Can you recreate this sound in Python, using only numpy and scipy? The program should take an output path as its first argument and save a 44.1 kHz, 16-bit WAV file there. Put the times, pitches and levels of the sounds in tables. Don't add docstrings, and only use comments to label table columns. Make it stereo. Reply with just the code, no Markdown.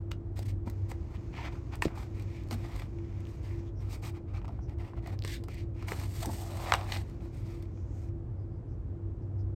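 import sys
import numpy as np
from scipy import signal
from scipy.fft import rfft, irfft, next_fast_len
from scipy.io import wavfile
from scipy.ndimage import uniform_filter1d

SR = 44100
rng = np.random.default_rng(int(sys.argv[2]) if len(sys.argv) > 2 else 0)


def transcribe(u):
    v = np.clip(np.atleast_2d(u).T, -1, 1)
    q = np.round(v * 32767).astype(np.int16)
    wavfile.write(sys.argv[1], SR, q)


N = 421155

# (frequency [Hz], gain [dB])
RUMBLE_SPECTRUM = [(20, -34), (31, -22), (42, 0.5), (55, 2.5), (80, 1.5), (120, -4), (165, -12), (240, -16),
                   (310, -13.5), (450, -23), (700, -30), (1500, -44), (3500, -60.5), (7000, -65),
                   (10000, -64), (13000, -75.5), (16000, -85)]
# (time [s], relative level [dB])
LOW_HUM_SWELLS = [(0.1, -41.5), (0.81, -36.5), (1.2, -53), (2.52, -37.5), (2.68, -48), (3.86, -31),
                  (3.94, -43), (6.52, -40.5), (6.97, -35.5), (7.34, -55.5), (7.44, -36.5), (8.6, -48),
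                  (9.26, -37.5), (9.55, -40.5)]
# (frequency [Hz], level [dB], unsteady share [0-1])
HUMS = [(29, -66.5, .3), (116.2, -49, 0.78), (178.2, -65, 0.3), (338.2, -52, 0.44)]

# (time [s], length [s], friction [dB], body re friction [dB],
# crispness re friction [dB], fastest moment [0-1 of length])
SLIDES = [ (0.349, 0.084, -54.5, 2.5, -5, 0.1), (0.409, 0.032, -48.5, -1, -6.5, 0.7),
          (0.443, 0.035, -50.5, -3, -4, 0.4), (0.469, 0.054, -51, -9, -7, 0.35),
          (0.647, 0.057, -57, 7, -10, 0.4), (0.875, 0.055, -54.5, 6, -3.5, 0.54),
          (1.07, 0.097, -67.5, 12, -13, .6), (1.129, 0.041, -58, 6, -14, .55),
          (1.313, 0.17, -47, -1.5, -27, 0.51), (1.408, 0.092, -46.5, 3.5, -24, 0.57),
          (1.502, 0.096, -59.5, 10.5, -15, 0.06), (1.701, 0.059, -51, 6.5, -21, 0.95),
          (1.807, 0.049, -44.5, 6, -2.5, 0.4), (1.839, 0.026, -37.5, -5, -12, 0.4),
          (1.873, 0.13, -63, 14.5, -30, 0), (1.935, 0.15, -55.5, 8, -9, 0.25),
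          (2.124, 0.13, -59, 3.5, -11.5, 0.44), (2.228, 0.24, -60, -8, -17, 0.47),
          (2.488, 0.071, -49.5, 3, -5.5, 0.6), (2.533, 0.27, -55.5, 5.5, -11.5, 0.63),
          (2.732, 0.15, -56.5, 6, -9, 0), (2.872, 0.37, -69, -5, -38, 1), (3.254, 0.14, -65, -11, -5, 0.04),
          (3.423, 0.19, -58, 2, -12, 0), (3.781, 0.26, -63.5, 7, -10.5, 0.1),
          (3.88, 0.091, -50.5, -1, -4.5, 0.73), (4.009, 0.11, -51.5, 3, -5, 0.33),
          (4.126, 0.07, -61.5, 9, -15, 0.56), (4.258, 0.079, -66, 7.5, -24, 0.5),
          (4.319, 0.093, -56, 7.5, -18, 0.45), (4.422, 0.24, -71, 11, -16, 0.4),
          (4.669, 0.085, -63.5, 7, -15, 0.1), (4.773, 0.075, -60, 7, -15, 0.43),
          (4.819, 0.14, -61.5, 10.5, -15.5, 0.2), (4.946, 0.062, -60.5, 9.5, -20, 0.46),
          (5.006, 0.11, -57, 8, -13, 1), (5.098, 0.06, -56.5, 11, -12, 0.7),
          (5.234, 0.1, -47, -10, -8, 0.6), (5.298, 0.088, -47.5, -19, -7.5, 0.4),
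          (5.463, 0.11, -53.5, -9, -14, 0.77), (5.553, 0.1, -53, -13, -16, 0.3),
          (5.73, 0.16, -58, 1, -18, 0.54), (5.858, 0.16, -49.5, 6.5, -2.5, 0.2),
          (5.94, 0.14, -53, 3.5, -3, 0.6), (6.051, 0.24, -54.5, 1.5, 1, 0.8),
          (6.208, 0.035, -40.5, 6, 1, 0.75), (6.256, 0.24, -54.5, 2.5, 4, 0.41),
          (6.4, 0.27, -52.5, 9.5, -2.5, 0.85), (6.581, 0.3, -46, 9.5, -10, 0.4),
          (6.852, 0.11, -45, 0.5, -9, 0.9), (6.915, 0.12, -47.5, -7, -6, 0),
          (6.992, 0.19, -65, 6, -10, 0.3), (7.188, 0.11, -67, 12, -6, 0.44),
          (7.304, 0.15, -63, 0, -6, 0.48), (7.42, 0.25, -62, 2, -8.5, 0.23), (7.903, 0.2, -71, 4, -5, 0.54)]
# (time [s], friction [dB], body re friction [dB], crispness re friction [dB])
SHEET_FLICKS = [(.111, -56, 5, -18), (.115, -46, 3, -8), (.392, -53.5, -12, 1.5), (.699, -58, -1, 3),
                (.916, -55.5, 12.5, -2), (1.340, -64, 15, -27), (1.755, -65, 10, 12),
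                (1.8495, -42, -3, -16), (1.8562, -43, -6, -13), (1.881, -51.5, 8, -25),
                (2.197, -56, -6, -7), (2.224, -68, -4, 5), (2.435, -62, -4, -7), (2.475, -74, -4, 0),
                (2.487, -67, -4, 1), (2.510, -42.5, -2, -10.5), (2.516, -54.5, 16, -5),
                (2.527, -46.5, 10.5, -8), (2.538, -61, 9, -11), (2.763, -55.5, -2, -3),
                (2.796, -51, -7, -10), (2.82, -49, 4, -27), (2.986, -62, -10, -19), (3.047, -68, -2, -25),
                (3.183, -75, -4, -3), (3.205, -66, -3, -4), (3.432, -67, -4, -4), (3.511, -59, -2, -34),
                (4.416, -63, 9, -26), (4.427, -69, 7, -24), (4.446, -63, 2, -20), (4.454, -62, 4, -21),
                (4.480, -57, 11, -16), (4.488, -61.5, 10, -16), (4.695, -60.5, 4, -15),
                (4.785, -63, 6, -13), (4.955, -70, 5, -20), (5.061, -52.5, 12, -23), (5.073, -55.5, 3, -4),
                (5.2486, -45.5, 1.5, -4.5), (5.277, -44.5, -2, -6), (5.438, -57, 8, -2.5),
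                (5.484, -55.5, 8, -6), (5.544, -63, -8, 1), (5.825, -55, 9, -10), (5.887, -47, 2, -28),
                (5.933, -52, 12, -26), (6.258, -55.5, -6, 14.5), (6.660, -50.5, 12.5, -21),
                (6.754, -51, 12, 3), (6.811, -49, 14, -18), (6.9211, -33.5, -7, -16), (6.963, -42, 1, -24),
                (7.097, -65, 0, -3), (7.015, -55, 1, -23), (7.207, -65, 6, -22), (7.625, -62.5, -7, -0.5),
                (7.655, -67.5, 0, -22), (7.774, -67, 9, -28), (8.088, -69, 7, -13)]
# (frequency [Hz], gain [dB])
BODY_SPECTRUM = [(250, -16.5), (480, -7), (700, 4), (920, 0.5), (1200, -0.5), (1550, -10), (2000, -38)]
# (frequency [Hz], gain [dB])
FRICTION_SPECTRUM = [(1300, -30.5), (1650, -2.5), (2150, 5), (2700, -4), (3300, -2.5), (4200, -2),
                     (5600, -6), (7000, -11.5), (8200, -16.5), (10000, -27.5), (13000, -30)]
# (frequency [Hz], gain [dB])
EDGE_SPECTRUM = [(5000, -11.5), (7000, -9.5), (8300, -3.5), (9500, -7), (12000, -6), (15500, -15),
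                 (17000, -24.5)]

# (time [s], force [dB])
COIL_TICKS = [(0.117, -35.5), (6.7383, -21), (6.9226, -36)]
# (frequency [Hz], gain [dB], t60 [s])
COIL_MODES = [(2850, 1.5, 0.013), (3800, -3, 0.009), (4530, -4, 0.008), (5700, -10, 0.005),
              (7810, -9, 0.0043), (11090, -7, .005)]
# (time [s], level [dB], pitch [Hz], decay [s], scuff share [0-1])
DESK_THUMPS = [(0.391, -32.5, 700, 0.0011, 0.04), (0.672, -31.5, 278, 0.0039, 0.6),
               (.6735, -36, 1114, 0.0043, 0.3), (.9155, -42.5, 2220, 0.002, 0.45),
               (.9185, -37, 535, 0.0045, 0.6), (1.8225, -29.5, 534, .003, 0.5),
               (1.8548, -16, 380, 0.002, 0.12), (1.866, -21, 150, 0.005, 0),
               (1.973, -41, 1060, 0.0074, 0.7), (2.511, -37, 415, 0.0046, 0.7),
               (2.522, -34, 286, 0.034, 0.17), (4.445, -40, 990, 0.0036, 0.9), (4.480, -45, 850, .003, .3),
               (4.492, -42, 840, 0.0036, 0.4), (4.59, -45.5, 1080, 0.0031, 0.8),
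               (4.934, -45, 1030, 0.0033, 1), (5.076, -40, 855, 0.0054, 0.25),
               (5.2485, -34, 480, 0.0015, 0.5), (5.486, -41, 480, 0.0079, 0.4),
               (5.9189, -26, 480, 0.0026, 0.45), (5.931, -31.5, 260, 0.0032, 0.6),
               (6.227, -32.5, 800, 0.0049, 0.3), (6.247, -37, 1034, 0.014, 0),
               (6.259, -29, 482, 0.002, 0.6), (6.268, -33, 305, 0.032, 0.86),
               (6.272, -44, 900, 0.0072, 0.1), (6.288, -35, 810, 0.0062, 0.6),
               (6.297, -35, 1050, 0.0054, 0.05)]
# (start [s], end [s], level [dB])
SKIN_RUBS = [(.7, 3.7, -66.5), (3.42, 4.1, -79.5), (7.0, 8.1, -70.5)]
# (frequency [Hz], gain [dB])
SKIN_SPECTRUM = [(500, -4.5), (1000, 10), (1500, 1), (2200, 2.5), (3200, -5.5), (4500, -6.5), (6500, -5),
                 (8500, -14.5), (11000, -14), (16000, -23)]
# (start [s], end [s], pop rate [1/s], level [dB], centre pitch [Hz])
CRINKLE_SPANS = [(1.13, 1.17, 115, -45, 2360), (1.35, 1.49, 136, -50, 2100), (2.721, 2.83, 110, -48, 2800),
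                 (4.032, 4.1, 160, -45, 3400), (5.255, 5.37, 300, -43, 4400), (5.88, 6.04, 84, -39.5, 2630),
                 (6.15, 6.5, 89, -42.5, 5200), (6.5, 6.84, 60, -41.5, 3000), (6.92, 6.99, 170, -31, 3280)]
# (time [s], length [s], level [dB], centre [Hz], resonator Q [-])
SQUEAKY_SWISHES = [(1.346, 0.11, -47.5, 900, 4.1), (3.447, 0.17, -65, 2160, 3.42),
                   (3.573, 0.054, -69, 5750, 5), (3.646, .07, -70, 3380, 7), (3.735, 0.12, -70, 5570, 8.1),
                   (4.595, 0.088, -70.5, 5700, 4.4), (5.24, 0.17, -52, 3700, 1.4),
                   (7.696, 0.18, -74, 6000, 3), (7.8, .33, -72, 6500, 3), (8.353, .12, -83.5, 4950, 10),
                   (8.479, .14, -86, 4900, 8), (8.659, .12, -80, 5700, 3), (9.201, .06, -83.5, 5300, 3),
                   (9.368, 0.07, -73, 5400, 4)]
# (time [s], force [dB])
COVER_CATCHES = [(1.822, -18.5)]
# (frequency [Hz], gain [dB], t60 [s])
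CATCH_MODES = [(900, -0.5, 0.006), (1130, 0, 0.018), (2060, 4.5, 0.0054), (2690, 2.5, 0.003),
               (4440, -3, 0.0013), (7540, -10.5, 0.0047), (9300, -8, .003), (11400, -12, 0.0041)]
# (time [s], level [dB], pitch [Hz])
PAGE_BUCKLES = [(2.799, -37, 2500), (2.8197, -42, 3500), (3.2535, -42, 3300), (3.2697, -41, 3020),
                (4.454, -43, 2600), (5.1909, -31.5, 5000), (5.2232, -28, 3960), (5.2385, -31, 4820),
                (5.2491, -34, 2700), (5.2765, -30, 3700), (5.885, -27.5, 2130), (5.9197, -22.5, 2100),
                (6.2305, -36, 3620), (6.237, -32, 3200), (6.258, -27, 5640)]
# (time [s], force [dB], contact cut-off [Hz], chatter decay [s], chatter [dB])
COVER_SNAPS = [(5.9192, -21, 1100, 0.0022, -3), (6.7212, -0.5, 1970, 0.0017, -19),
               (6.7376, -11.5, 8000, 0.0011, 2), (6.746, -20, 3500, .003, 4.5)]
# (frequency [Hz], gain [dB], t60 [s])
COVER_MODES = [(760, -5, 0.012), (900, -5, 0.014), (1144, 3, 0.0065), (1420, 2, 0.0052), (2100, -4, 0.0061),
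               (2600, -15.5, 0.011), (3230, -8, 0.0051), (4090, -9.5, 0.006), (5700, -8, 0.0034),
               (8000, -10, 0.0037), (11800, -9, 0.0049)]
# (time [s], level [dB], resonance [Hz])
AIR_POCKET = [(6.24, -68.5, 900), (6.27, -47, 822), (6.33, -61, 780), (6.42, -49.5, 760), (6.5, -54, 620),
              (6.62, -49.5, 724), (6.72, -43.5, 740), (6.8, -46, 700), (6.87, -58, 800), (6.95, -45, 833),
              (7.02, -59, 793)]
# (frequency [Hz], Q [-])
PORT_NOTCHES = [(10300, 3.32), (13800, 22)]

BODY, RASP, SHEEN, EDGE = range(4)
TIME_S = np.arange(N) / SR


def undb(db):
    return 10 ** (np.asarray(db) / 20)


def unit(x):
    return x / np.sqrt(np.mean(x ** 2))


def curve(table, column):
    rows = np.array(table)
    return np.interp(TIME_S, rows[:, 0], rows[:, column])


def add(track, at_s, sound):
    start = int(at_s * SR)
    track[start:start + len(sound)] += sound[:N - start]


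def lowpass(x, hz, order=2):
    return signal.sosfilt(signal.butter(order, min(hz, SR * .45), fs=SR, output="sos"), x)


def below(x, hz, order=8):
    size = next_fast_len(N)
    bins_hz = np.fft.rfftfreq(size, 1 / SR)
    return irfft(rfft(x, size) / (1 + (bins_hz / hz) ** order), size)[:N]


def delay(x, lag_s):
    size = next_fast_len(N + 1024)
    bins_hz = np.fft.rfftfreq(size, 1 / SR)
    return irfft(rfft(x, size) * np.exp(-2j * np.pi * bins_hz * lag_s), size)[:N]


def colour(x, spectrum, size=1024):
    hz, db = np.transpose(spectrum)
    bins_hz = np.fft.rfftfreq(size, 1 / SR)
    gain = undb(np.interp(np.log(bins_hz + 1), np.log(hz), db))
    cepstrum = irfft(np.log(unit(gain)))
    cepstrum[1:size // 2] *= 2
    cepstrum[size // 2 + 1:] = 0
    return signal.oaconvolve(x, irfft(np.exp(rfft(cepstrum))))[:N]


def walk(per_s, count=4096):
    steps = np.interp(TIME_S * per_s, np.arange(count), rng.standard_normal(count))
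    return unit(uniform_filter1d(steps, int(SR / per_s)))


def ring(force, modes, size=4096):
    t = TIME_S[:size]
    response = sum((-1) ** k * undb(db - 60 * t / t60_s) * np.sin(2 * np.pi * hz * t)
                   for k, (hz, db, t60_s) in enumerate(modes))
    return signal.oaconvolve(force, response)[:N]


def hum(hz, unsteady, per_s):
    waver = np.sqrt(1 - unsteady) + np.sqrt(unsteady / 2) * (walk(per_s) + 1j * walk(per_s))
    return unit(np.real(waver * np.exp(2j * np.pi * hz * TIME_S)))


def ventilation(rumble_db=-39.5, lean_db=0.3):
    rumble, side = (undb(rumble_db) * colour(rng.standard_normal(N), RUMBLE_SPECTRUM, size=16384)
                    for _ in range(2))
    low_hum = undb(curve(LOW_HUM_SWELLS, column=1) + 0.6) * hum(hz=97.2, unsteady=0.37, per_s=12)
    hums = sum(undb(db) * hum(hz, unsteady, per_s=14) for hz, db, unsteady in HUMS)
    mid = rumble + low_hum + hums
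    side = undb(-17.0) * side + undb(-2.5) * (side - below(side, hz=350, order=2))
    return np.array([mid * undb(lean_db) + side, mid * undb(-lean_db) - side])


def voice_gains(db, body_db, crisp_db):
    tilt = undb(2.2 + 0.5 * crisp_db)
    rasp = 1 / np.sqrt(0.56 + 0.56 * tilt ** 2)
    return undb(db) * np.array([undb(body_db), rasp, rasp * tilt, undb(crisp_db)])


def flick(noise, crack_s, flutter_db, flutter_s=0.0085):
    t = TIME_S[:len(noise)]
    burst = noise * (np.exp(-t / crack_s) + undb(flutter_db) * np.exp(-t / flutter_s))
    return burst / np.sqrt(np.mean(burst[:SR // 100] ** 2))


def sliding(attack_s=0.029, release_s=0.016, arch_db=14, settle_s=0.016, settle_db=-13):
    power = np.zeros((4, N))
    for at_s, length_s, db, body_db, crisp_db, fastest in SLIDES:
        age_s = TIME_S[:int(length_s * SR)]
        off_peak = np.interp(age_s / length_s, [0, np.clip(fastest, .05, .95), 1], [-1, 0, 1])
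        gate = np.clip(np.minimum(age_s / attack_s, (length_s - age_s) / release_s), 0, 1)
        swell = np.sin(gate * np.pi / 2) ** 2 * undb(-arch_db * off_peak ** 2)
        for track, gain in zip(power, voice_gains(db, body_db, crisp_db)):
            add(track, at_s, (gain * swell) ** 2)
    pole = np.exp(-1 / (settle_s * SR))
    settling = signal.lfilter([1 - pole], [1, -pole], power + 1e-18)
    return np.sqrt(power + undb(settle_db) ** 2 * settling)


def creasing(per_s=210, level_db=-13, spread_db=5, decay_s=0.000494):
    sizes = (rng.random(N) < per_s / SR) * undb(spread_db * rng.uniform(-1, 1, N))
    pole = np.exp(-1 / (decay_s * SR))
    bursts = signal.lfilter([1], [1, -pole], sizes ** 2 + 1e-18)
    return np.sqrt(1 + undb(level_db) ** 2 * bursts / bursts.mean())


def fibres(slips_per_s, spread_db):
    sizes = undb(spread_db * np.minimum(rng.exponential(size=N), 5))
    return unit((rng.random(N) < slips_per_s / SR) * sizes * rng.standard_normal(N))


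def paper_force(drive, voice, slide_db, flick_db, crack_s, flutter_db, slips_per_s, spread_db):
    force = drive[voice] * undb(slide_db) * fibres(slips_per_s, spread_db)
    for (at_s, *touch), noise in zip(SHEET_FLICKS, rng.standard_normal((128, 4096))):
        gain = undb(flick_db) * voice_gains(*touch)[voice]
        add(force, at_s, gain * flick(noise, crack_s, flutter_db))
    return force


def flexing(x, spectrum, bend, shift_oct=0.11):
    out = np.zeros(N)
    for state in (-1, 0, 1):
        shifted = [(hz * 2 ** (state * shift_oct), db) for hz, db in spectrum]
        out += np.maximum(1 - np.abs(bend - state), 0) * colour(x, shifted)
    return out


def curling(x, lag_s=0.000662, sway=0.23, echo_gain=0.16):
    lag_samples = SR * lag_s * np.exp(sway * walk(per_s=2.7))
    echo = np.interp(np.arange(N) - lag_samples, np.arange(N), x)
    return (x + echo_gain * echo) / np.hypot(1, echo_gain)


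def paper():
    grip = undb(1.1 * walk(per_s=28) + 1.2 * walk(per_s=160))
    drive = sliding() * grip * creasing()
    bend = np.tanh(walk(per_s=3.6))
    body = paper_force(drive, BODY, slide_db=-4.5, flick_db=-4.0, crack_s=0.0017,
                       flutter_db=-15.5, slips_per_s=2500, spread_db=2.0)
    rasp = paper_force(drive, RASP, slide_db=-1.0, flick_db=-1.0, crack_s=0.0023,
                       flutter_db=-18.0, slips_per_s=6500, spread_db=2.0)
    sheen = paper_force(drive, SHEEN, slide_db=-1.5, flick_db=0.0, crack_s=0.0033,
                        flutter_db=-18.5, slips_per_s=9000, spread_db=-0.5)
    edge = paper_force(drive, EDGE, slide_db=3.0, flick_db=3.0, crack_s=0.0009,
                       flutter_db=-17.5, slips_per_s=11000, spread_db=-1.5)
    friction = below(rasp, hz=3400) + sheen - below(sheen, hz=3000)
    sheet = flexing(body, BODY_SPECTRUM, bend) + flexing(friction, FRICTION_SPECTRUM, bend)
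    return curling(sheet) + colour(edge, EDGE_SPECTRUM)


def binding():
    force = np.zeros(N)
    for at_s, db in COIL_TICKS:
        force[int(at_s * SR)] = undb(db)
    return ring(force, COIL_MODES)


def thumps(sag=0.193, sag_s=0.0028, attack_s=0.00097, size=8192):
    t, out = TIME_S[:size], np.zeros(N)
    for at_s, db, hz, decay_s, scuff in DESK_THUMPS:
        pitch_hz = hz * (1 - sag * (1 - np.exp(-t / sag_s)))
        boom = np.sin(2 * np.pi * np.cumsum(pitch_hz) / SR)
        band = signal.butter(2, [hz * .62, hz * 1.15], "bandpass", fs=SR, output="sos")
        rub = unit(signal.sosfilt(band, rng.standard_normal(2 * size))[size:])
        blow = np.sqrt(1 - scuff) * boom + np.sqrt(scuff / 2) * rub
        swell = (1 - np.exp(-t / attack_s)) * np.exp(-t / decay_s)
        add(out, at_s, undb(db) * swell / swell.max() * blow)
    return out


def rubbing(wander_db=1.8):
    gates = sum(undb(db) * ((TIME_S > start_s) & (TIME_S <= end_s)) for start_s, end_s, db in SKIN_RUBS)
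    level = uniform_filter1d(gates, size=800) * undb(wander_db * walk(per_s=4.2))
    return colour(level * fibres(slips_per_s=12000, spread_db=0.0), SKIN_SPECTRUM)


def pop(hz, decay_cycles, scuff, size=512):
    cycles = min(hz, SR * .45) * TIME_S[:size]
    wave = np.sin(2 * np.pi * cycles) + scuff * rng.standard_normal(size)
    return np.exp(-cycles / decay_cycles) * wave


def crinkles(spread_oct=0.5, spread_db=2.5, count=64):
    out = np.zeros(N)
    for start_s, end_s, per_s, db, hz in CRINKLE_SPANS:
        times_s = start_s + np.cumsum(rng.exponential(size=count)) / per_s
        for at_s, (pitch, strength) in zip(times_s, rng.uniform(-1, 1, (count, 2))):
            grain = pop(hz * 2 ** (spread_oct * pitch), decay_cycles=1.6, scuff=0.15)
            if at_s < end_s:
                add(out, at_s, undb(db + spread_db * strength) * grain)
    return out


def swishes():
    out = np.zeros(N)
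    for at_s, length_s, db, hz, q in SQUEAKY_SWISHES:
        swell = np.hanning(int(length_s * SR))
        peak = signal.iirpeak(hz, q, fs=SR)
        hiss = signal.lfilter(*peak, signal.lfilter(*peak, rng.standard_normal(SR)))
        add(out, at_s, undb(db) * swell * unit(hiss)[:len(swell)])
    return out


def cover_catch(slip_s=0.0011, jitter=0.059, fade_db=2.9, count=6):
    force, slips = np.zeros(N), np.arange(count)
    for at_s, db in COVER_CATCHES:
        times_s = at_s + slip_s * (slips + jitter * rng.standard_normal(count))
        force[(times_s * SR).astype(int)] += undb(db - fade_db * slips)
    return ring(force, CATCH_MODES)


def buckles():
    out = np.zeros(N)
    for at_s, db, hz in PAGE_BUCKLES:
        add(out, at_s, undb(db) * pop(hz, decay_cycles=1.36, scuff=0.31))
    return out


def cover_snaps(low_cut_hz=684, size=4096):
    t, force = TIME_S[:size], np.zeros(N)
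    for at_s, db, contact_hz, chatter_s, chatter_db in COVER_SNAPS:
        chatter = rng.standard_normal(size) * np.exp(-t / chatter_s)
        push = undb(chatter_db) * chatter / np.linalg.norm(chatter) + (t == 0)
        add(force, at_s, undb(db) * lowpass(push, contact_hz, order=1))
    low_cut = signal.butter(2, low_cut_hz, "highpass", fs=SR, output="sos")
    return undb(-4.5) * ring(signal.sosfilt(low_cut, force), COVER_MODES)


def air_pocket(width_hz=170):
    rush = lowpass(rng.standard_normal(N) + 1j * rng.standard_normal(N), width_hz / 2)
    resonance_hz = curve(AIR_POCKET, column=2)
    hollow = unit(np.real(rush * np.exp(2j * np.pi * np.cumsum(resonance_hz) / SR)))
    gate = (TIME_S > AIR_POCKET[0][0]) & (TIME_S < AIR_POCKET[-1][0])
    return hollow * undb(curve(AIR_POCKET, column=1)) * gate


def room(x, t60_s=0.097, build_s=0.011, gain_db=-16.5, size=8192):
    t = TIME_S[:size]
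    noise = lowpass(rng.standard_normal(size), hz=5500, order=1)
    tail = noise * undb(-60 * t / t60_s) * (1 - np.exp(-t / build_s))
    return undb(gain_db) * signal.oaconvolve(x, tail / np.linalg.norm(tail))[:N]


def ports(x, left_db, right_db, late_db, send_db, lag_s=0.0004, low_hz=400, high_hz=7000):
    send = undb(send_db) * x
    left = undb(left_db) * x + room(send)
    right = undb(right_db) * x + undb(late_db) * delay(x, lag_s) + undb(6.0) * room(send)
    centre = x + room(send)
    offsets = [below(port - centre, high_hz, order=16) for port in (left, right)]
    diffuse_top = undb(5.0) * room(send - below(send, high_hz, order=16))
    return np.array([centre + offset - below(offset, low_hz, order=4) + sign * diffuse_top
                     for offset, sign in zip(offsets, (1, -1))])


def scene():
    handling = paper() + crinkles() + rubbing() + thumps() + air_pocket() + swishes()
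    handling = ports(handling, left_db=3.5, right_db=-9.0, late_db=-17.0, send_db=0.0)
    ticks = binding() + buckles() + cover_catch()
    ticks = ports(ticks, left_db=3.5, right_db=-8.5, late_db=-11.0, send_db=-3.0)
    snaps = ports(cover_snaps(), left_db=6.0, right_db=-8.0, late_db=-5.5, send_db=-1.0)
    return handling + ticks + snaps + ventilation()


def record(dry):
    right_lag_s, top_hz = 0.0000175, 16100
    left, right = dry * signal.windows.tukey(N, .002)
    stereo = np.array([left, delay(right, right_lag_s)])
    for hz, q in PORT_NOTCHES:
        stereo = signal.lfilter(*signal.iirnotch(hz, q, fs=SR), stereo)
    return signal.sosfilt(signal.ellip(8, .2, 70, top_hz, fs=SR, output="sos"), stereo)


dry = scene()
out = record(dry)
transcribe(out)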